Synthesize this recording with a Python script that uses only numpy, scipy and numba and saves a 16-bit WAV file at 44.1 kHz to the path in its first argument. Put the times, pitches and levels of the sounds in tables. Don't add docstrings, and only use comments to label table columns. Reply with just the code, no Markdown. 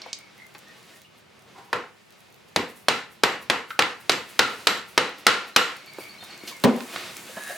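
import sys
import numpy as np
from scipy import signal
from scipy.fft import rfft, irfft
from scipy.io import wavfile
from scipy.ndimage import uniform_filter1d
from numba import njit

SR = 44100
rng = np.random.default_rng(int(sys.argv[2]) if len(sys.argv) > 2 else 0)


def nominal_scale(level):
    x = np.asarray(level, float) / 20
    return 10 ** x


def pcm_store(signal):
    levels = np.round(np.clip(np.atleast_2d(signal), -1, 1) * 32767)
    wavfile.write(sys.argv[1], SR, levels.astype(np.int16).T)


N = 333832
T = np.arange(N) / SR
LR = np.array([[1.], [-1.]])

# (time [s], level [dB], thump [dB], brightness [dB], clang [dB], tip ring [dB])
BLOWS = [(1.7293, -20.5, -3, -12.5, -5, -60), (2.561, -17, 7, -3, -38, -47),
         (2.884, -12.5, -1, -1.5, -3, -43), (3.235, -11, -1, -5.5, -32, -39.5),
         (3.499, -15, -2.5, -6, -11, -47), (3.791, -11, -4, -5, -3, -52), (4.095, -14, 2, 1, -4, -39),
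         (4.392, -8.5, 0.5, 0.5, 8.5, -47), (4.670, -11, 0.5, 3, 9.5, -33.5),
         (4.977, -11, 0, -2.5, -2.5, -56), (5.2665, -4, -3.5, 0.5, 5.5, -58),
         (5.562, -5.5, -5, 0, 4.5, -31.5)]
BLOW_BANDS_HZ = [300, 1200, 4000, 11000]
# (frequency [Hz], level [dB])
BLOW_COLOUR = [(35, -53), (60, -43.5), (417, -4.5), (924, -1.5), (1340, -6.5), (2250, -3.5), (2770, -5),
               (3580, -6), (4420, -12), (4970, -10), (8510, -23), (9350, -18.5), (16000, -40.5)]
# (frequency [Hz], width [Hz])
CRACK_PEAKS = [(1400, 640), (4300, 1000)]
# (frequency [Hz], level [dB])
CLANK_COLOUR = [(35, -53), (60, -7), (469, -5.5), (593, -12.5), (715, -6.5), (1200, -8), (1380, -6.5),
                (1620, -9), (2000, -7.5), (4420, -14.5), (6430, -23.5), (12700, -40), (16000, -54)]
# (frequency [Hz], level [dB])
THIN_BASS = [(80, -9), (150, -6), (230, 0)]
# (frequency [Hz], width [Hz], level [dB])
CASE_MODES = [(500, 53, 0.5), (1068, 30, -8), (1740, 92, -10), (1980, 90, -10), (2626, 38, -0.5),
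              (2880, 140, -1.5), (3960, 94, -2.5), (4450, 77, -12)]
# (frequency [Hz], decay by 60 dB [s], level [dB])
TIP_MODES = [(5230, 0.2, -3), (7560, 0.33, 2), (12302, 0.27, 0)]
# (time [s], level [dB])
THUD = [(6.638, -7.5), (6.645, -9)]
# (frequency [Hz], level [dB])
THUD_COLOUR = [(35, -56), (60, -40), (212, 6), (389, -4), (553, -4), (682, -34), (991, -2), (1440, -24),
               (4120, -8), (5460, -20), (16000, -25.5)]
# (frequency [Hz], level [dB])
BOOM_COLOUR = [(35, -79), (60, -39), (256, -2.5), (323, -30), (354, -4.5), (540, -6.5), (803, -14),
               (1380, -20), (3040, -27.5), (16000, -55)]
# (frequency [Hz], width [Hz], level [dB])
BENCH_MODES = [(122, 27, 3.5), (208, 20, 6.5), (251, 58, 11.5), (486, 76, -2), (782, 33, 2), (987, 41, 7)]
# (time [s], level [dB], centre [Hz], width [octaves], decay by 60 dB [s], left minus right [dB])
TICKS = [(.018, -25.5, 4480, 0.4, 0.019, -2), (.061, -39.5, 740, 1.4, 0.1, 3),
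         (0.13, -21, 4500, 1.05, 0.022, -2.5), (0.55, -44, 4400, 0.4, 0.018, 0),
         (.549, -37, 880, 2.6, 0.067, 0), (3.705, -29.5, 1820, 1.56, 0.043, -3),
         (3.707, -35, 1370, 0.25, 0.25, 2), (3.822, -6, 1940, 1.46, 0.024, -3),
         (4.118, -16, 3460, 1.5, .025, 0), (5.985, -23, 520, 1.67, 0.022, -2),
         (6.225, -39, 696, 2.8, 0.075, 1), (6.436, -35.5, 323, 0.34, 0.02, 4),
         (6.475, -34.5, 3680, 1.4, 0.16, -2), (6.516, -36, 1010, 0.23, 0.051, -.5),
         (6.806, -27.5, 1780, 1.7, 0.013, -7), (6.961, -22.5, 1900, 1.66, 0.023, -3),
         (7.168, -28, 5500, 4.6, 0.012, 0), (7.29, -39.5, 534, .35, .08, 6),
         (7.368, -34, 590, 2.4, 0.16, -1), (7.494, -33, 640, 0.4, 0.24, 2)]
# (time [s], level [dB])
TOOL_RUB = [(1.5, -78), (1.526, -82), (1.548, -59.5), (1.586, -48), (1.65, -65), (1.71, -61)]
# (frequency [Hz], width [Hz], level [dB])
TOOL_MODES = [(445, 68, -2), (790, 33, 2), (980, 33, 6), (1370, 120, -10), (1900, 220, -28)]
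# (time [s], level [dB])
WHEEL_RUB = [(7.3, -64), (7.394, -47), (7.446, -50), (7.504, -42), (7.556, -51), (7.57, -44)]
# (frequency [Hz], width [Hz], level [dB])
WHEEL_MODES = [(1340, 78, -12), (1690, 62, 8.5), (2700, 120, -10), (3820, 72, -7), (6400, 120, -13),
               (9540, 160, -5.5)]
# (time [s], cloth hiss level [dB], skin rub level [dB])
BUSY = [(0, -84, -50.5), (0.25, -75, -56), (0.4, -65.5, -55.5), (0.65, -69, -55), (0.95, -61.5, -54.5),
        (1.1, -74, -61), (1.5, -72, -58), (2.5, -71, -60), (3.6, -77, -57.5), (4.15, -62, -54),
        (4.3, -58, -52), (4.6, -52, -46), (4.9, -76, -55.5), (5.8, -64, -50.5), (6.4, -60, -50.5),
        (6.7, -53, -45.5), (7.0, -48.5, -41.5), (7.25, -50.5, -46.5), (7.57, -48, -44.5)]
# (time [s], level [dB], decay by 60 dB [s])
SWISHES = [(0.256, -71, 0.12), (0.78, -64, 0.13), (0.96, -56, .2), (1.185, -61, .1), (1.65, -64, 0.28),
           (2.19, -66, 0.22), (2.49, -64, .15), (2.698, -53, 0.14), (2.77, -53.5, 0.34), (3.124, -57, 0.21),
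           (3.428, -50.5, 0.11), (3.70, -53, .15), (4.01, -54, 0.16), (4.298, -48.5, 0.17),
           (4.602, -59, .2), (4.888, -53, 0.42), (5.195, -52.5, 0.13), (5.483, -51, 0.11),
           (5.77, -59, 0.18), (6.0, -49, 0.46), (6.24, -52, 0.12), (6.483, -41.5, 0.14), (6.935, -48, 0.31)]
# (time [s], level [dB], centre [Hz])
SNAPS = [(0.1884, -35, 9000), (0.379, -42, 5210), (0.541, -43, 8190), (0.583, -37, 10400),
         (0.684, -42, 5070), (0.855, -48, 5260), (1.0176, -37, 5730), (1.3932, -45.5, 8000),
         (2.1241, -45, 7350), (2.302, -47, 6000), (5.8611, -35, 5190), (5.9349, -34, 8790),
         (6.0382, -32.5, 5930), (6.245, -34, 8000), (6.3036, -43, 5660), (6.3769, -34, 7130),
         (6.568, -34, 7510), (6.867, -37, 7390), (7.21, -40, 6500), (7.437, -25, 6710)]
# (time [s], length [s], pitch [Hz], level [dB])
PIPING = [(0.03, 0.17, 2245, -49.5), (0.16, 0.13, 2220, -51.5), (0.375, 0.097, 2049, -47),
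          (0.66, .09, 1844, -52), (0.935, .06, 1810, -59), (1.045, .05, 2880, -53.5),
          (5.77, 0.066, 2210, -49.5), (5.87, .11, 2280, -47), (6.0, 0.12, 2280, -44.5),
          (6.11, 0.17, 2250, -51), (6.3, 0.059, 2223, -46), (6.41, 0.073, 2230, -47),
          (6.522, .06, 2240, -46), (7.12, 0.071, 2230, -48)]
# (time [s], length [s], pitch [Hz], level [dB])
CHIRPS = [(5.53, 0.033, 4140, -50), (5.75, 0.064, 4310, -52), (5.862, .07, 4480, -50),
          (5.966, 0.078, 4570, -49), (6.082, 0.052, 4500, -46.5), (6.178, 0.077, 4240, -48),
          (6.2, 0.074, 3680, -47), (6.293, 0.064, 4430, -46), (6.385, 0.09, 4370, -50)]
# (frequency [Hz], decay by 60 dB [s])
GARAGE_DECAY = [(100, 0.28), (260, 0.32), (700, 0.34), (1840, 0.38), (4850, 0.31), (12800, 0.32)]
# (frequency [Hz], side minus mid [dB])
GARAGE_SIDE = [(60, -19), (110, -5), (200, -11.5), (380, -21), (700, 2.5), (1290, -13), (2380, 0),
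               (4400, -1.5), (8120, -6), (15000, -1.5)]
# (frequency [Hz], level [dB])
AIR_COLOUR = [(26, -35), (45, -12), (109, -1), (210, -0.5), (299, -10), (382, -5.5), (411, -4), (672, -10),
              (741, -7), (838, -9.5), (1150, -10.5), (2130, -16), (2410, -15.5), (3660, -23.5),
              (16000, -43)]
# (frequency [Hz], level [dB])
AIR_SIDE = [(60, 13), (110, -6), (200, 2), (380, 6), (700, 4.5), (1290, 1), (2380, 7), (4400, 6), (8120, 5),
            (15000, 11)]


def along(table, hz):
    f, v = np.transpose(table)
    return np.interp(np.log(hz + 1), np.log(f), v)


def unit(x):
    return x / np.sqrt(np.mean(x ** 2))


def coloured(x, *tables):
    size = x.shape[-1]
    hz = np.fft.rfftfreq(size, 1 / SR)
    gain_db = sum(along(t, hz) for t in tables)
    return irfft(rfft(x) * nominal_scale(gain_db), size)


def noise(size, *tables):
    return unit(coloured(rng.standard_normal(size), *tables))


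def band(x, hz, width_hz):
    return signal.lfilter(*signal.iirpeak(min(hz, 0.45 * SR), hz / width_hz, fs=SR), x)


def fade(size, t60):
    return nominal_scale(-60 * T[:size] / t60)


def add(out, s, x):
    i = int(s * SR)
    out[..., i:i + x.shape[-1]] += x[..., :N - i]


def walk(rate):
    k = int(SR / rate)
    steps = np.repeat(rng.standard_normal(N // k + 1), k)
    return unit(uniform_filter1d(uniform_filter1d(steps, k), k)[:N])


def curve(table, column=1):
    rows = np.transpose(table)
    return np.interp(T, rows[0], rows[column])


def gate(table, edge_s=0.0028):
    return np.clip(np.minimum(T - table[0][0], table[-1][0] - T) / edge_s, 0, 1)


def placed(x, pan_db):
    return x * nominal_scale(LR * pan_db / 2)


def tail(stretch, rise_s, side_db):
    size, out = 1 << 15, 0
    for hz in 60 * 2 ** np.arange(0, 8.1, 1):
        mid, side = (band(rng.standard_normal(size), hz, hz * 0.54) for _ in range(2))
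        side = side * nominal_scale(along(GARAGE_SIDE, hz) + side_db)
        out = out + (mid + LR * side) * fade(size, stretch * along(GARAGE_DECAY, hz))
    out *= 1 - np.exp(-T[:size] / rise_s)
    return out / np.sqrt(np.sum(out ** 2) / 2)


def clank(colour, modes, db, stretch, side_db, uneven_db):
    blur = coloured(tail(stretch, 0.002, side_db), *colour)[:, :SR * 5 // 8]
    struck_db = uneven_db * rng.standard_normal(len(modes))
    x = blur
    for (hz, width_hz, mode_db), extra_db in zip(modes, struck_db):
        x = x + nominal_scale(mode_db + extra_db) * band(blur, hz, width_hz)
    return nominal_scale(db) * x / np.sqrt(np.mean(x[:, :2048] ** 2))


def ring(hz, t60):
    size = SR // 2
    waver = 1 + 0.24 * unit(uniform_filter1d(rng.standard_normal(size), size=300))
    return np.sin(2 * np.pi * hz * T[:size]) * fade(size, t60) * waver


def mallet():
    out = np.zeros((2, N))
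    low_peak, high_peak = CRACK_PEAKS
    for s, db, thump_db, bright_db, clang_db, tip_db in BLOWS:
        band_db = [thump_db, 0, bright_db, bright_db + 2.5]
        shade = list(zip(BLOW_BANDS_HZ, band_db))
        mid, side = (noise(2048, BLOW_COLOUR, shade) for _ in range(2))
        mid = mid + nominal_scale(1 + 0.8 * clang_db) * band(mid, *low_peak)
        mid = mid + nominal_scale(5.5 + bright_db) * band(mid, *high_peak)
        envelope = fade(2048, 0.036) * np.minimum(T[:2048] / 0.00023, 1)
        crack = (unit(mid) + LR * nominal_scale(-17.5) * side) * envelope
        add(out, s, nominal_scale(db + 8.0) * crack)
        modes = [(1365, 110, clang_db)] + CASE_MODES
        colour = [CLANK_COLOUR, shade, THIN_BASS]
        add(out, s, clank(colour, modes, db - 5.5, stretch=0.98, side_db=-3.5, uneven_db=1.5))
        add(out, s, sum(nominal_scale(tip_db + mode_db) * ring(hz, t60) for hz, t60, mode_db in TIP_MODES))
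    return out


def thud():
    out = np.zeros((2, N))
    for s, db in THUD:
        add(out, s, nominal_scale(db - 6.0) * noise(4096, THUD_COLOUR) * fade(4096, 0.043))
        add(out, s, clank([BOOM_COLOUR], BENCH_MODES, db - 3, stretch=0.94, side_db=-3.5, uneven_db=0.0))
    return out


def ticks():
    out = np.zeros((2, N))
    for s, db, hz, octaves, t60, pan_db in TICKS:
        half = 2 ** (octaves / 2)
        hump = [(hz / half ** 3, -36), (hz / half, -4), (hz, 0), (hz * half, -4), (hz * half ** 3, -36)]
        shape = fade(8192, t60) * np.minimum(T[:8192] * hz / 0.17, 1)
        add(out, s, placed(nominal_scale(db) * noise(8192, hump) * shape, pan_db))
    return out


def rubbed(table, peaks, slips_per_s=3400.0):
    clicks = (rng.random(N) < slips_per_s / SR) * rng.standard_normal(N)
    clicks = clicks + 0.084 * rng.standard_normal(N)
    body = sum(nominal_scale(db) * unit(band(clicks, hz, width_hz)) for hz, width_hz, db in peaks)
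    return unit(body) * nominal_scale(curve(table) + 7) * gate(table)


def hands():
    crackle = nominal_scale(3.6 * rng.exponential(size=N))
    crackle = unit(uniform_filter1d(crackle, size=40))
    rustle = noise(N, [(3000, -15), (7000, 7.5), (10000, 6.0), (16000, 0.5)])
    rustle = rustle * nominal_scale(curve(BUSY) + 0.83 * walk(13))
    swing = swishes()
    swish = noise(N, [(3000, -12), (8000, -1), (10500, 2.5), (16000, -3.5)]) * swing
    rub = noise(N, [(60, -49), (200, 4.5), (800, 1.0), (2500, 3), (5000, -4), (9000, -18), (16000, -40)])
    skin_level = nominal_scale(curve(BUSY, column=2) + 1.9 * walk(25))
    rub = rub * (skin_level + nominal_scale(-8) * swing)
    return (rustle + swish) * crackle + rub


def swishes():
    out, rise_s = np.zeros(N), 0.015
    for s, db, t60 in SWISHES:
        swell = np.exp(np.minimum(T - s, 0) / rise_s)
        decay = nominal_scale(-60 * np.maximum(T - s, 0) / t60)
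        out += nominal_scale(db) * np.where(T < s, swell, decay)
    return out


def snaps():
    out = np.zeros(N)
    faint_per_s, faint_db = 4, 12.5
    when, size, pitch = rng.random((faint_per_s * N // SR, 3)).T
    busy_db = curve(BUSY, column=2)[(when * N).astype(int)]
    faint = zip(when * N / SR, busy_db + faint_db + 6 * size, 5000 + 3000 * pitch)
    for s, db, hz in [*SNAPS, *faint]:
        hump = [(hz / 4, -25), (hz / 2.8, -3), (hz, 0), (hz * 1.9, -3)]
        add(out, s, nominal_scale(db - 5.5) * noise(512, hump) * fade(512, 0.01))
    return out


def bird(notes, overtone_db, waver, glide):
    out, wobble = np.zeros(N), waver * walk(80)
    flutter = 0.5 + 0.6 * walk(300)
    rise_s, sag_db = 0.0067, -8.5
    for s, length, hz, db in notes:
        part = np.clip((T - s) / length, 0, 1)
        pitch_hz = hz * (1 + glide * (part - 0.5) + wobble)
        phase = 2 * np.pi * np.cumsum(pitch_hz) / SR
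        tone = np.sin(phase) + nominal_scale(overtone_db) * np.sin(2 * phase)
        shape = nominal_scale(db + sag_db * part) * gate([(s,), (s + length,)], rise_s)
        out += np.sqrt(2) * tone * flutter * shape
    return out


def garage(x, wet_db):
    echoes = tail(0.67, 0.0039, side_db=1.5)
    return nominal_scale(wet_db) * signal.fftconvolve(x[None], echoes, axes=1)[:, :N]


def air():
    level_db = -57.5
    mid = noise(N, AIR_COLOUR) * nominal_scale(level_db + 2.03 * walk(3.58))
    side = noise(N, AIR_COLOUR, AIR_SIDE) * nominal_scale(level_db - 1.0 + 0.79 * walk(3.1))
    return mid + LR * side


def scene():
    small, hand = ticks(), hands() + snaps()
    rubs = rubbed(TOOL_RUB, TOOL_MODES) + rubbed(WHEEL_RUB, WHEEL_MODES)
    birds = bird(PIPING, -26, waver=0.01486, glide=-0.0084)
    birds = birds + bird(CHIRPS, -26, waver=0.0042, glide=0.047)
    near = placed(mallet(), 0.22) + placed(thud(), 0.51) + small
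    near = near + placed(rubs + hand, -0.84) + placed(birds, 0.3)
    wet = nominal_scale(-7.5) * small.mean(axis=0) + nominal_scale(-5.5) * rubs + nominal_scale(-6) * hand + nominal_scale(-1.0) * birds
    return near + garage(wet, wet_db=0.85) + air()


@njit
def gain_control(size, top, attack, release, slope):
    gain, e = np.empty(len(size)), 0.
    for i in range(len(size)):
        e += (size[i] - e) * (attack if size[i] > e else release)
        gain[i] = min(1., (top / (e + 1e-9)) ** slope)
    return gain


def roll_off(x):
    return signal.sosfilt(signal.butter(12, 17150, fs=SR, output="sos"), x)


def record(dry):
    attack, release = 1 / (0.00092 * SR), 1 / (0.06 * SR)
    gain = gain_control(np.abs(dry).max(axis=0), nominal_scale(-16.0), attack, release, 0.42)
    late_gain = np.roll(gain, shift=int(0.0038 * SR))
    ceiling = 0.53
    x = dry * late_gain / ceiling
    x = ceiling * x / (1 + x ** 6) ** (1 / 6)
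    x = x + 0.11 * band(x, 5800.0, 4000.0)
    x = signal.sosfilt(signal.butter(3, 75., "high", fs=SR, output="sos"), x)
    x = signal.sosfilt(signal.ellip(8, 0.2, 70, 16600, fs=SR, output="sos"), x)
    return roll_off(x)


dry = scene()
out = record(dry)
pcm_store(out)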